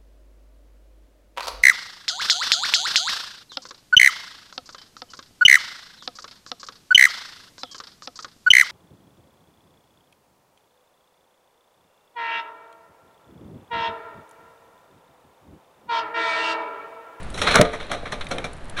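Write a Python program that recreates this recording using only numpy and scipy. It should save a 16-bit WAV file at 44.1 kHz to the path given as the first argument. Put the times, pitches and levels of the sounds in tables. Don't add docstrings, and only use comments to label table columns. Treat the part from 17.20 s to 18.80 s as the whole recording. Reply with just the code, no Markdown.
import sys
import numpy as np
from scipy import signal
from scipy.fft import rfft, irfft
from scipy.io import wavfile

SR = 44100
rng = np.random.default_rng(int(sys.argv[2]) if len(sys.argv) > 2 else 0)


def to_wav(s):
    ch = np.atleast_2d(s).T
    pcm = np.round(np.clip(ch, -1, 1) * 32767)
    wavfile.write(sys.argv[1], SR, pcm.astype(np.int16))


N = 70560

# (frequency [Hz], relative level [dB])
AIR_SPECTRUM = [(8, 14), (25, 3), (50, -3.5), (120, -5), (250, -10.5), (400, -13.5), (550, -11.5),
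                (900, -15.5), (1700, -18), (2800, -26.5), (4100, -29), (4900, -37), (11000, -42.5)]
# (time [s], level [dB])
AIR_LEVELS = [(0, -31.5), (.6, -37), (1.2, -32.5), (1.4, -36), (1.6, -34)]
# (time [s], level [dB])
RUMBLE_LEVELS = [(0, -40.5), (.25, -34.5), (.45, -33), (.65, -54), (1.3, -54.5), (1.6, -48)]
# (low edge [Hz], high edge [Hz])
RUMBLE_BAND = [13, 71]
# (frequency [Hz], relative level [dB])
RUSTLE_SPECTRUM = [(500, -56), (2000, -1), (4000, 5), (6000, -5), (9500, 8), (12000, -7)]
# (time [s], relative level [dB], t60 [s])
DRY_RUSTLES = [(.031, -49.5, 0.037), (.101, -49, 0.054), (1.035, -58, .02), (1.045, -50, .02),
               (1.087, -51, 0.075), (1.160, -52, 0.022), (1.333, -47, 0.027), (1.497, -39.5, 0.028)]
# (time [s], base rise [s], base t60 [s],
# relative levels of frame [dB], mesh [dB], wire [dB], sizzle [dB])
DOOR_KNOCKS = [(.140, 0.0036, .30, -42, -42.5, -43, -42.5),
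               (0.1758, 0.00052, 0.5, -36.5, -33.5, -35.5, -38.5),
               (.216, 0.0012, 0.079, -24, -21, -20.5, -24.5), (.232, 0.0079, 0.9, -29, -28.5, -33, -45),
               (.264, 0.011, 0.16, -25, -17.5, -20.5, -32), (.308, 0.0049, 0.13, -24.5, -22.5, -23, -30.5),
               (.342, 0.00033, 0.095, -22.5, -14.5, -25, -26.5),
               (.352, 0.002, 0.14, -15.5, -12.5, -20, -26), (.376, 0.0049, 0.1, -20, -16.5, -32, -34.5),
               (.411, 0.00064, 0.061, -17.5, -15.5, -27, -31), (.449, .003, 0.049, -27, -25, -32, -46),
               (.529, 0.0059, 0.15, -31, -30, -40.5, -44), (.594, 0.0079, 0.33, -39, -37.5, -40.5, -52.5),
               (.694, 0.0034, 0.41, -37, -40, -42, -53.5),
               (.7145, 0.00081, 0.066, -30, -24.5, -27.5, -32.5), (.729, 0.003, 0.11, -27, -29, -37, -40.5),
               (.824, 0.005, 0.12, -37, -44, -60, -75), (.851, 0.0089, 0.17, -40, -34, -41.5, -52.5),
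               (0.915, 0.0076, .06, -45, -33, -52, -40), (.921, 0.0019, 0.073, -28.5, -27.5, -30, -37.5),
               (1.008, 0.0026, 0.068, -43, -31.5, -32.5, -45), (1.106, 0.0086, 0.097, -25, -29.5, -32, -37),
               (1.140, 0.0034, 0.42, -34, -44.5, -51.5, -66), (1.180, 0.0033, 0.17, -37, -37, -49, -53),
               (1.241, 0.0018, 0.095, -33.5, -30.5, -35, -38.5), (1.562, 0.016, 0.58, -40, -31.5, -33, -43),
               (1.586, 0.0082, .20, -60, -30.5, -34.5, -42)]
# (frame [Hz], mesh [Hz], wire [Hz], sizzle [Hz])
BAND_CENTRES = [480, 1600, 3700, 7000]
BAND_STRETCH = [1.15, 1.09, 1.235, 1.06]
BAND_LAGS = [0.0051, 0.00043, 0.00022, 0.00015]
# (frequency [Hz], relative level [dB])
MESH_SPECTRUM = [(60, -13.5), (170, -3.5), (330, -0.5), (560, 4), (880, -1), (1250, 5.5), (1900, 1),
                 (2350, 2), (2750, -6.5), (3300, -1.5), (4150, -1), (4750, -25), (5500, -0.5), (6300, -5),
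                 (7300, -11), (9000, -8.5), (11000, -14.5), (13000, -13)]
# (frequency [Hz], relative level [dB], t60 [s])
CAGE_MODES = [(165.4, -10, 0.198), (256.5, -12.5, 0.41), (462.3, -6, 0.3), (520.3, -7.5, 0.28),
              (591, -5, 0.34), (693.4, -7, 0.34), (1207, -9, 0.26), (1260, -6.5, 0.072), (1325, -22, 0.068),
              (1426, -19, 0.074), (1644, -16, 0.085), (2076, -15, .15), (2310, -6, 0.054), (2293, -14, 0.3),
              (3860, -11, 0.26), (4180, -7, 0.085)]
# (time [s], pitch [Hz], level [dB], t60 [s])
WIRE_PLUCKS = [(.144, 3950, -34, .1), (.308, 4225, -23.5, 0.14), (.729, 591, -24.5, 0.16),
               (1.113, 546, -23.5, 0.13), (1.118, 1380, -30, .14), (1.2425, 2350, -26, 0.093),
               (1.568, 1626, -29.5, 0.12), (1.575, 1903, -33.5, .2)]
# (time [s], pitch [Hz], level [dB], t60 [s])
OVERLOAD_CLICKS = [(.3573, 3800, -26, .0016), (.3579, 6070, 4.5, 0.0015), (.3583, 8800, 1.5, 0.00082),
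                   (.4135, 3630, 12, .001), (.4139, 9400, 3.5, 0.00065), (.4162, 6020, 7.5, 0.0004)]
# (time [s], push level [dB], push pitch [Hz], panel gain [dB])
DOOR_BANGS = [(.3925, -7, 192, -25), (.3968, -4.5, 119, -13), (.4115, -7, 576, -16)]
# (frequency [Hz], relative level [dB], t60 [s])
PANEL_MODES = [(171, -3.5, 0.17), (200.5, -3.5, 0.085), (300, -1.5, .1), (414, -8, 0.067),
               (441, -10.5, 0.45), (475, 7, 0.039), (574, 5, 0.052), (591, -9, 0.49), (615, 4, .12),
               (710, -32, 0.047), (727, -13, 0.059)]
# (time [s], gain [dB])
LATCH_CLICKS = [(1.068, -28.5), (1.183, -19)]
# (frequency [Hz], relative level [dB], t60 [s])
LATCH_MODES = [(2100, -1, 0.014), (2380, 1, 0.017), (3130, -9, .03), (3730, 0, 0.014), (3970, -7, 0.015),
               (6200, -15, 0.021)]


def amp(db):
    return 10 ** (np.maximum(db, -300) / 20)


def unit(x):
    return x / np.sqrt(np.mean(x ** 2) + 1e-20)


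def gains(spectrum, hz):
    points_hz, db = np.transpose(spectrum)
    return amp(np.interp(np.log(hz + 1), np.log(points_hz), db))


def colour(x, spectrum):
    hz = np.fft.rfftfreq(len(x), 1 / SR)
    return unit(irfft(rfft(x) * gains(spectrum, hz), len(x)))


def contacts(size, per_s, spread=0.43):
    strength = np.sign(rng.standard_normal(size)) * (1 + spread * rng.standard_normal(size))
    return unit(strength * (rng.random(size) < per_s / SR))


def ring(modes, t, spread_db=1.2):
    hz, db, t60 = np.transpose(modes)[:, :, None]
    phase = rng.random(hz.shape)
    struck_db = db + spread_db * rng.standard_normal(hz.shape)
    return (amp(struck_db - 60 * t / t60) * np.sin(2 * np.pi * (hz * t + phase))).sum(0)


def background():
    t = np.arange(N) / SR
    air_gain = amp(np.interp(t, *np.transpose(AIR_LEVELS)))
    air = colour(rng.standard_normal(N), AIR_SPECTRUM)
    rumble_gain = amp(np.interp(t, *np.transpose(RUMBLE_LEVELS)))
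    rumble_filter = signal.butter(2, RUMBLE_BAND, "band", fs=SR, output="sos")
    rumble = unit(signal.sosfilt(rumble_filter, rng.standard_normal(N)))
    crackle = colour(contacts(N, per_s=36), RUSTLE_SPECTRUM)
    return air_gain * air + rumble_gain * rumble + amp(-64.5) * crackle


def rustle(db, t60):
    t = np.arange(SR // 10) / SR
    return amp(db + 5.5 - 60 * t / t60) * colour(contacts(len(t), per_s=5800), RUSTLE_SPECTRUM)


def mesh_knock(rise_s, t60, *levels_db, tail_db=-16, base_tail_t60=0.33):
    t = np.arange(SR // 2) / SR
    hz = np.fft.rfftfreq(len(t), 1 / SR)
    chatter = amp(-1.5) * contacts(len(t), per_s=1500)
    shiver = amp(-2) * rng.standard_normal(len(t))
    spectrum = rfft(chatter + shiver) * gains(MESH_SPECTRUM, hz)
    nearest_band = np.argmin(abs(np.log((hz[:, None] + 1) / BAND_CENTRES)), axis=1)
    mesh = np.zeros(len(t))
    for band, db in enumerate(levels_db):
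        peak_s = rise_s + BAND_LAGS[band]
        age = np.maximum(t - peak_s, 0) / BAND_STRETCH[band]
        fall = amp(-60 * age / t60)
        tail = amp(tail_db - 60 * age / base_tail_t60)
        envelope = np.minimum(t / peak_s, 1) * np.hypot(fall, tail)
        band_noise = unit(irfft(spectrum * (nearest_band == band), len(t)))
        mesh += amp(db + 0.5) * envelope * band_noise
    modes = [(pitch, db + np.interp(np.log(pitch), np.log(BAND_CENTRES), levels_db), mode_t60)
             for pitch, db, mode_t60 in CAGE_MODES]
    return mesh + amp(-1.5) * np.minimum(t / rise_s, 1) * ring(modes, t)


def ping(hz, db, t60):
    t = np.arange(SR // 2) / SR
    return amp(db - 60 * t / t60) * np.sin(2 * np.pi * hz * t)


def door_bang(push_db, push_hz, panel_db, rise_s=0.00215):
    t = np.arange(SR // 2) / SR
    push = ping(push_hz, push_db, t60=0.042)
    panel = amp(panel_db) * np.minimum(t / rise_s, 1) * ring(PANEL_MODES, t)
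    return push + panel


def latch_click(db, rise_s=0.001, grit_db=-3, grit_t60=0.014):
    t = np.arange(SR // 10) / SR
    grit = amp(grit_db - 60 * t / grit_t60) * colour(rng.standard_normal(len(t)), MESH_SPECTRUM)
    return amp(db) * np.minimum(t / rise_s, 1) * (ring(LATCH_MODES, t) + grit)


def scene():
    mix = background()
    sources = [(DRY_RUSTLES, rustle), (DOOR_KNOCKS, mesh_knock), (WIRE_PLUCKS, ping),
               (OVERLOAD_CLICKS, ping), (DOOR_BANGS, door_bang), (LATCH_CLICKS, latch_click)]
    for events, source in sources:
        for time_s, *settings in events:
            start = round(time_s * SR)
            sound = source(*settings)[:N - start]
            mix[start:start + len(sound)] += sound
    return mix[None]


def record(dry, mic_edge_hz=11370, clip_level=0.78, band_limit_hz=16800):
    mic_filter = signal.firwin(101, mic_edge_hz, window=("kaiser", 7), fs=SR)
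    band_filter = signal.firwin(511, band_limit_hz, window=("kaiser", 9), fs=SR)
    heard = signal.oaconvolve(dry, mic_filter[None], "same")
    clipped = np.clip(heard, -clip_level, clip_level)
    return signal.oaconvolve(clipped, band_filter[None], "same")


dry = scene()
out = record(dry)
to_wav(out)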